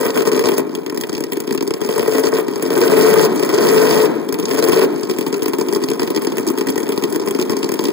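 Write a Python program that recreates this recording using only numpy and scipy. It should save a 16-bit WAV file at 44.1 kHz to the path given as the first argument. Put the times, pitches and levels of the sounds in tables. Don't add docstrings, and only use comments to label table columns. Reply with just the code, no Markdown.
import sys
import numpy as np
from scipy import signal
from scipy.fft import rfft, irfft, next_fast_len
from scipy.io import wavfile

SR = 44100
rng = np.random.default_rng(int(sys.argv[2]) if len(sys.argv) > 2 else 0)


def master_out(mix):
    frames = np.transpose(np.atleast_2d(mix))
    ceiling = np.clip(frames, -1, 1)
    pcm = np.round(ceiling * 32767).astype(np.int16)
    wavfile.write(sys.argv[1], SR, pcm)


N = 349272


def engine(first_cylinder_s=6.976):
    time = np.arange(N) / SR
    rate, opened, rasp_db, thump_db, crack_db = throttle(time)
    stumble_db = stumbles(time)
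    phase = np.cumsum(rate) / SR
    phase = phase - phase[int(first_cylinder_s * SR)]
    thump, crack = firings(phase, rate, opened, thump_db, crack_db, stumble_db)
    running = exhaust_drone(phase, rate, opened, stumble_db) + gear_whirr(rate)
    exhaust = pipe_resonance(blowdown(thump), rasp_db)
    return exhaust + running + jet_cracks(crack) + header_ticks(crack) + gas_puffs(crack)


def throttle(time, sink_per_s=550, shut_s=.0057, charge_lead=2.08):
    # (time [s], firing rate of one bank [1/s])
    idle_speed = [(.8, 86), (1.4, 78), (1.75, 84), (2.5, 104), (5.9, 104), (6.08, 110.3), (6.5, 110.3),
                  (6.8, 109.3), (7.15, 107.8), (7.92, 107.9)]
    # (opens [s], reaches top speed [s], shuts [s], top rate of one bank [1/s],
    # thump level [dB], crack level [dB], starved afterwards [s])
    blips = [(-.5, -.1, .6, 128, -22.5, -21, .35), (1.72, 2.2, 2.41, 138, -26, -22, 0.093),
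             (2.56, 2.943, 3.265, 217, -20.5, -19, 0.036), (3.32, 3.72, 4.06, 217.5, -21.5, -19.5, 0.4),
             (4.401, 4.731, 4.85, 188, -22, -18.5, 0.13)]
    idle_thump_db, idle_crack_db, idle_rasp_db, open_rasp_db = -29.5, -31.5, 1, 7.5
    thump_sag_db_per_s, rasp_sag_db_per_s = 1.5, 3
    idle = np.interp(time, *np.transpose(idle_speed))
    rate, opened, starved = idle, 0, 0
    rasp_db, thump_db, crack_db = idle_rasp_db, idle_thump_db, idle_crack_db
    for opens, full, shuts, top, top_thump_db, top_crack_db, starved_s in blips:
        rise, shut = ramp(time, opens, full), ramp(time, shuts, shuts + shut_s)
        rate = np.maximum(rate, idle + rise * (top - idle) - sink_per_s * np.maximum(time - shuts, 0))
        charge = np.minimum(charge_lead * rise, 1) * (1 - shut)
        held_s = np.maximum(time - max(full, 0), 0)
        opened += charge
        starved += shut * (1 - ramp(time, shuts, shuts + starved_s) ** 3)
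        rasp_db += charge * (open_rasp_db - idle_rasp_db - rasp_sag_db_per_s * held_s)
        thump_db += charge * (top_thump_db - idle_thump_db - thump_sag_db_per_s * held_s)
        crack_db += charge * (top_crack_db - idle_crack_db)
    return rate, opened, rasp_db, thump_db + starved, crack_db - 6 * starved


def stumbles(time):
    # (time [s], duration [s], loss [dB])
    spells = [(0.111, 0.022, 11), (0.229, 0.02, 12), (0.295, 0.018, 14), (0.419, 0.02, 10),
              (0.547, 0.02, 11.5), (1.864, 0.026, 5.5), (1.945, 0.018, 4), (2.04, 0.012, 6),
              (2.212, 0.018, 11), (2.291, 0.025, 18), (2.599, 0.0087, 12), (2.686, .025, 12),
              (2.741, 0.011, 19), (2.792, 0.0092, 13), (2.886, 0.0099, 13), (2.943, 0.017, 6.5),
              (3.141, 0.012, 12), (3.469, 0.026, 6), (3.51, 0.013, 12), (3.558, 0.012, 7.5),
              (4.553, 0.015, 10.5), (4.602, 0.018, 21), (4.653, 0.011, 17), (4.698, 0.012, 19),
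              (4.744, 0.013, 6), (4.796, 0.012, 13)]
    return sum(db * (ramp(time, start - .003, start) - ramp(time, start + span - .002, start + span))
               for start, span, db in spells)


def firings(phase, rate, opened, thump_db, crack_db, stumble_db):
    cylinder_db = [4.5, -4.5, -10, -0.5, -1.5, -3, -1, -8.5]
    # (time [s], crack level [dB], thump level before the full-charge limit [dB])
    pops = [(0.055, -18, -15), (0.165, -19, -12), (0.2728, -11.5, -11.5), (0.3161, -14.5, -11),
            (0.3755, -15, -15), (0.439, -14, -9.5), (0.47, -18, -12), (0.49, -22, -12.5),
            (0.595, -21, -13.5), (0.751, -13.5, -22.5), (0.8624, -18, -19.5), (0.8975, -14.5, -22),
            (0.9238, -29, -16.5), (0.9447, -20, -21), (0.9741, -15.5, -17), (1.0108, -11.5, -32),
            (1.036, -13.5, -23.5), (1.094, -16.5, -19), (1.1282, -17, -19.5), (1.1499, -16, -24),
            (1.1786, -19, -20), (1.2051, -16, -15.5), (1.238, -12.5, -19), (1.321, -13.5, -17),
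            (1.3314, -14.5, -21.5), (1.3709, -17.5, -22), (1.4019, -12, -23), (1.475, -18, -17),
            (1.508, -11.5, -10), (1.525, -14.5, -17.5), (1.548, -21, -15), (1.5765, -16, -21),
            (1.6078, -15, -9), (1.625, -16, -13), (1.6754, -15.5, -19.5), (1.707, -12, -10),
            (1.738, -12.5, -17), (1.8149, -13.5, -13.5), (1.8894, -15, -11), (1.98, -11, -17),
            (2.0783, -17, -12), (2.1482, -17, -9), (2.2365, -14, -11), (2.3262, -37, -15.5),
            (2.3839, -15, -12), (2.4818, -14, -15.5), (2.5259, -30, -21.5), (2.5578, -14.5, -18),
            (2.6238, -14, -15), (2.7036, -15, -11), (3.158, -29, -12), (3.2441, -17, -14.5),
            (3.317, -25, -16), (3.3587, -15, -17.5), (3.3949, -13, -11), (3.4268, -13.5, -12),
            (3.448, -15, -20), (3.491, -11.5, -18), (3.5434, -14, -23), (3.8228, -26, -11),
            (4.2892, -18, -18), (4.3241, -11.5, -19.5), (4.342, -14.5, -19.5), (4.3873, -17, -17),
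            (4.3977, -14.5, -18), (4.427, -17, -19.5), (4.454, -13, -26), (4.5107, -11.5, -21),
            (4.6244, -11.5, -15), (4.685, -14, -13), (4.8179, -28, -13), (5.032, -16, -17.5),
            (5.0965, -14, -14), (5.11, -13.5, -12), (5.137, -23, -28), (5.1851, -13.5, -15),
            (5.2094, -15, -16), (5.2644, -13.5, -11.5), (5.2757, -17.5, -21.5), (5.327, -13, -15.5),
            (5.3416, -14, -19), (5.421, -13.5, -16.5), (5.43, -17, -28), (5.4582, -12, -14),
            (5.4807, -15.5, -18), (5.5336, -13, -13.5), (5.5845, -13.5, -12.5), (5.598, -17, -23),
            (5.6114, -16.5, -13), (5.685, -15, -11), (5.7253, -14, -11), (5.733, -15, -26),
            (5.7481, -14, -23), (5.76, -14.5, -10), (5.817, -22, -17), (5.8371, -12.5, -14),
            (5.8862, -14, -26), (5.9009, -13, -18), (5.9146, -16, -14), (5.934, -18, -25),
            (5.9956, -11, -20), (6.004, -18, -26), (6.018, -16, -11), (6.0309, -11, -12), (6.074, -16, -19),
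            (6.1024, -14.5, -13.5), (6.1476, -19.5, -29), (6.1616, -10.5, -12.5), (6.174, -16, -13),
            (6.22, -19, -25), (6.2472, -18, -18), (6.2694, -13, -13), (6.3197, -18.5, -16),
            (6.369, -17, -17.5), (6.382, -12, -16), (6.396, -19, -17), (6.467, -13.5, -18.5),
            (6.475, -13, -20), (6.485, -15, -19), (6.501, -17.5, -15), (6.5762, -18, -14),
            (6.584, -13, -28), (6.61, -16, -13.5), (6.6701, -11.5, -11), (6.685, -16, -17),
            (6.692, -17, -22), (6.701, -16, -18), (6.7576, -15.5, -9), (6.778, -11.5, -21),
            (6.802, -17, -17), (6.83, -18.5, -17.5), (6.8713, -34, -34), (6.8902, -13, -14.5),
            (6.921, -14, -17), (6.9757, -13, -11), (7.023, -17.5, -16), (7.0373, -9.5, -12),
            (7.1246, -13, -17), (7.1462, -16, -16), (7.159, -9, -13), (7.1966, -18, -15), (7.259, -21, -34),
            (7.274, -15, -9), (7.2841, -15.5, -27), (7.309, -12.5, -16), (7.3485, -14.5, -15),
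            (7.3884, -18, -13.5), (7.397, -15.5, -21.5), (7.413, -13.5, -12), (7.424, -15.5, -19),
            (7.496, -10, -13), (7.505, -16, -23), (7.519, -18, -16), (7.532, -17, -10), (7.567, -15.5, -16),
            (7.629, -15.5, -16), (7.643, -15.5, -14), (7.6903, -15, -13), (7.718, -14.5, -7),
            (7.7389, -14.5, -17), (7.7911, -14, -10), (7.8386, -13, -18), (7.853, -13, -17),
            (7.867, -20, -20), (7.884, -16.5, -14)]
    pop_s, pop_crack_db, pop_thump_db = np.transpose(pops)
    catch_db, catch_s, full_charge_db = 11.5, .0084, -14
    climbing_delay_s, open_delay_s, idle_delay_s = .0007, .0003, .0012
    count = np.floor(2 * phase).astype(int)
    at = np.flatnonzero(np.diff(count)) + 1
    cylinder = count[at] % len(cylinder_db)
    strength_luck, crack_luck, delay_luck = np.clip(rng.standard_normal((4000, 3))[:len(at)], -2.5, 1.2).T
    uneven_db = np.maximum(4.5 - 3 * np.log2(rate[at] / 100), 0)
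    strength_db = np.array(cylinder_db)[cylinder] - stumble_db[at] + uneven_db * strength_luck
    since_pop_s = at / SR - np.append(-9, pop_s)[np.searchsorted(pop_s, at / SR)]
    fast_idle = (1 - opened[at]) * ramp(rate[at], 85, 104)
    strength_db += catch_db * fast_idle * np.exp(-(since_pop_s / catch_s) ** 2)
    strength_db = np.minimum(strength_db, 5 + 20 * opened[at])
    is_open, climbing = opened[at] > 0, np.gradient(rate)[at] > 0
    spread_s = np.select([is_open & climbing, is_open], [climbing_delay_s, open_delay_s], idle_delay_s)
    onset = at + (spread_s * SR * np.abs(delay_luck)).astype(int)
    thumps_db = thump_db[at] + 1.36 * strength_db
    cracks_db = crack_db[at] + strength_db + 3 * crack_luck
    nearest = np.abs(at[:, None] - pop_s * SR).argmin(axis=0)
    onset[nearest], thumps_db[nearest], cracks_db[nearest] = pop_s * SR, pop_thump_db, pop_crack_db
    return impulses(onset, np.minimum(thumps_db, full_charge_db)), impulses(onset, cracks_db)


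def blowdown(train, wake_db=-26, wake_s=.006, wake_hz=400):
    swirl = signal.lfilter(*signal.butter(1, wake_hz, "high", fs=SR), rng.standard_normal((2, N)))
    return train + from_db(wake_db) * decay(train, wake_s) * swirl


def pipe_resonance(blast, rasp_db, spread_db=1.5):
    # (frequency [Hz], bandwidth [Hz], level [dB], change with rasp [dB/dB])
    modes = [(161, 82, -17, 0.23), (267.7, 122, -1.5, -0.36), (356.4, 128.5, 2, -0.22),
             (419, 80, 0.5, -0.27), (598, 155, -13, 1.77), (717, 83, -26.5, 1.45), (1024, 380, -2, 0.64),
             (1219, 240, -19, 1.64), (1497, 240, -34, 3.5), (1920, 182, -19.5, 1.67),
             (2351, 137, -17, 0.76), (440.8, 54.4, -14.5, 2.29)]
    out = 0
    for k, (hz, width_hz, db, rasp_share) in enumerate(modes):
        radius, angle = np.exp(-np.pi * width_hz / SR), 2 * np.pi * hz / SR
        poles = [1, -2 * radius * np.cos(angle), radius ** 2]
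        drive = blast * from_db(spread_db * waver(60))
        band = signal.lfilter([1 - radius ** 2, 0, radius ** 2 - 1], poles, drive)
        ring = signal.lfilter([0, np.sin(angle)], poles, band)
        out += (-1) ** k * from_db(db + rasp_db * rasp_share) * ring
    return out


def jet_cracks(train, correlation=.26, spread_db=3.5):
    # (frequency [Hz], relative spectral density [dB])
    spectrum = [(300, 6), (1200, 6.5), (2300, 6), (2600, 11), (3000, 5.5), (3900, -1), (5000, 8), (6400, 1),
                (7600, 2.5), (8400, 1), (11000, 2.5), (13500, -3), (15300, 9.5), (16500, -24)]
    rise_s, fall_s, tail_s, tail_db = .0011, .0021, .0085, -19.5
    jet = coloured_noise(spectrum)
    second_view = correlation * jet + np.sqrt(1 - correlation ** 2) * coloured_noise(spectrum)
    rest = np.array([jet, second_view])
    out = 0
    for edge_hz in (1500, 2730, 4100, 5500, 8500, None):
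        band = signal.lfilter(*signal.butter(2, edge_hz, fs=SR), rest) if edge_hz else rest
        rest = rest - band
        spit = train * from_db(spread_db * np.clip(rng.standard_normal(N), -2, 2))
        tail = from_db(tail_db) * decay(spit, tail_s)
        out += band * (decay(spit, fall_s) - decay(spit, rise_s) + tail)
    return out


def exhaust_drone(phase, rate, opened, stumble_db, pipe_hz=432):
    # (frequency [multiple of one bank's firing rate], relative level [dB])
    orders = [(.75, -23), (1.25, -13), (1.75, -13), (2, 0), (2.25, -14), (2.75, -15), (3.25, -18)]
    peak_db, fall_db_per_octave, coast_db = -11.5, 55, -29
    tuned_db = peak_db - fall_db_per_octave * np.abs(np.log2(2 * rate / pipe_hz))
    driven = opened * from_db(tuned_db - stumble_db / 2)
    coasting = (np.gradient(rate) < 0) * ramp(rate, 106, 135) * from_db(coast_db)
    envelope = (driven + coasting) * from_db(waver(25))
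    return envelope * sum(from_db(db) * np.sin(2 * np.pi * order * phase + .18 * waver(20))
                          for order, db in orders)


def header_ticks(train, spread_db=4.5):
    # (frequency [Hz], level [dB], time to decay by 60 dB [s])
    modes = [(1934, -15.5, 0.042), (3317, -15, 0.027), (4900, -26.5, 0.0049), (5215, -9.5, 0.015),
             (6645, -11, 0.0094), (7820, -9.5, 0.011)]
    out = 0
    for hz, db, t60 in modes:
        radius, angle = from_db(-60 / (t60 * SR)), 2 * np.pi * hz / SR
        poles = [1, -2 * radius * np.cos(angle), radius ** 2]
        struck = train * from_db(db + spread_db * np.clip(rng.standard_normal(N), -2, 1.5))
        out += signal.lfilter([0, np.sin(angle)], poles, struck + 1e-18)
    return out


def gas_puffs(train, puff_hz=120):
    push = train * from_db(1 + 6 * np.clip(rng.standard_normal(N), -2, 1.5))
    band = signal.butter(2, [.7 * puff_hz, 1.5 * puff_hz], "band", fs=SR, output="sos")
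    puff = SR / puff_hz / 10 * signal.sosfilt(band, push + 1e-18)
    return np.array([np.zeros(N), puff])


def gear_whirr(rate, level_db=-32, db_per_octave=11.5):
    # (frequency [Hz], relative spectral density [dB])
    spectrum = [(40, -57), (150, -6.5), (400, 1.5), (1000, -7), (2500, -22.5), (6000, -34.5), (11000, -56),
                (16000, -36)]
    return from_db(level_db + db_per_octave * np.log2(rate / 100)) * coloured_noise(spectrum)


def hall(x, bass_t60_s=.45, wall_cut_hz=930):
    size = next_fast_len(N + SR)
    omega = 2 * np.pi * np.arange(size // 2 + 1) / size
    wall = 1 / (1 + 1j * omega * SR / (2 * np.pi * wall_cut_hz))
    response = np.zeros((2, len(omega)), complex)
    for k, lag in enumerate(rng.uniform(.0066, .045, 12) * SR):
        loop = from_db(-60 * lag / SR / bass_t60_s) * wall * np.exp(-1j * omega * lag)
        response[k % 2] += (-1) ** (k // 2) * loop / (1 - loop)
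    return irfft(response * rfft(x, size), size)[:, :N]


def from_db(db):
    return 10 ** (np.asarray(db) / 20)


def ramp(x, start, end):
    return np.clip((x - start) / (end - start), 0, 1)


def waver(per_s):
    return np.interp(np.arange(N) / SR * per_s, np.arange(1000), rng.standard_normal(1000))


def impulses(at, db):
    train = np.zeros(N)
    np.add.at(train, np.minimum(at, N - 1), from_db(db))
    return train


def decay(train, seconds):
    return signal.lfilter([1], [1, -np.exp(-1 / (seconds * SR))], train + 1e-18)


def gain_curve(points, size):
    hz, db = np.transpose(points)
    return from_db(np.interp(np.log(np.arange(size // 2 + 1) * SR / size + 1), np.log(hz), db))


def coloured_noise(spectrum):
    noise = irfft(rfft(rng.standard_normal(N)) * gain_curve(spectrum, N), N)
    return noise / np.sqrt(np.mean(noise ** 2) + 1e-20)


def equalise(x, points, size=8192):
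    cepstrum = irfft(np.log(gain_curve(points, size)))
    cepstrum[1:size // 2] *= 2
    cepstrum[size // 2 + 1:] = 0
    return signal.fftconvolve(x, irfft(np.exp(rfft(cepstrum))))[:N]


def scene(hall_db=-15.5):
    direct = engine()
    return direct + from_db(hall_db) * hall(direct[0])


def record(dry, right_lag_samples=16, right_db=.1, low_cut_hz=60, high_cut_hz=15700):
    # (frequency [Hz], gain [dB])
    sum_response = [(25, -39), (60, 15.5), (125, 15.5), (250, 15.5), (450, 7), (600, 1), (700, 2),
                    (790, -3.5), (870, 3), (1090, -.5), (1160, -8), (1220, 1)]
    late = np.pad(dry, [(0, 0), (right_lag_samples, 0)])[:, :N]
    mid = equalise(dry[0] - late[0], sum_response) / 2
    side = (dry[1] + late[1]) / 2
    stereo = np.array([mid + side, from_db(right_db) * (mid - side)])
    rounded = 1.064 * np.tanh(stereo / 1.213)
    thinned = signal.sosfilt(signal.butter(2, low_cut_hz, "high", fs=SR, output="sos"), rounded)
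    return signal.sosfilt(signal.cheby1(12, 1, high_cut_hz, fs=SR, output="sos"), thinned)


dry = scene()
out = record(dry)
master_out(out)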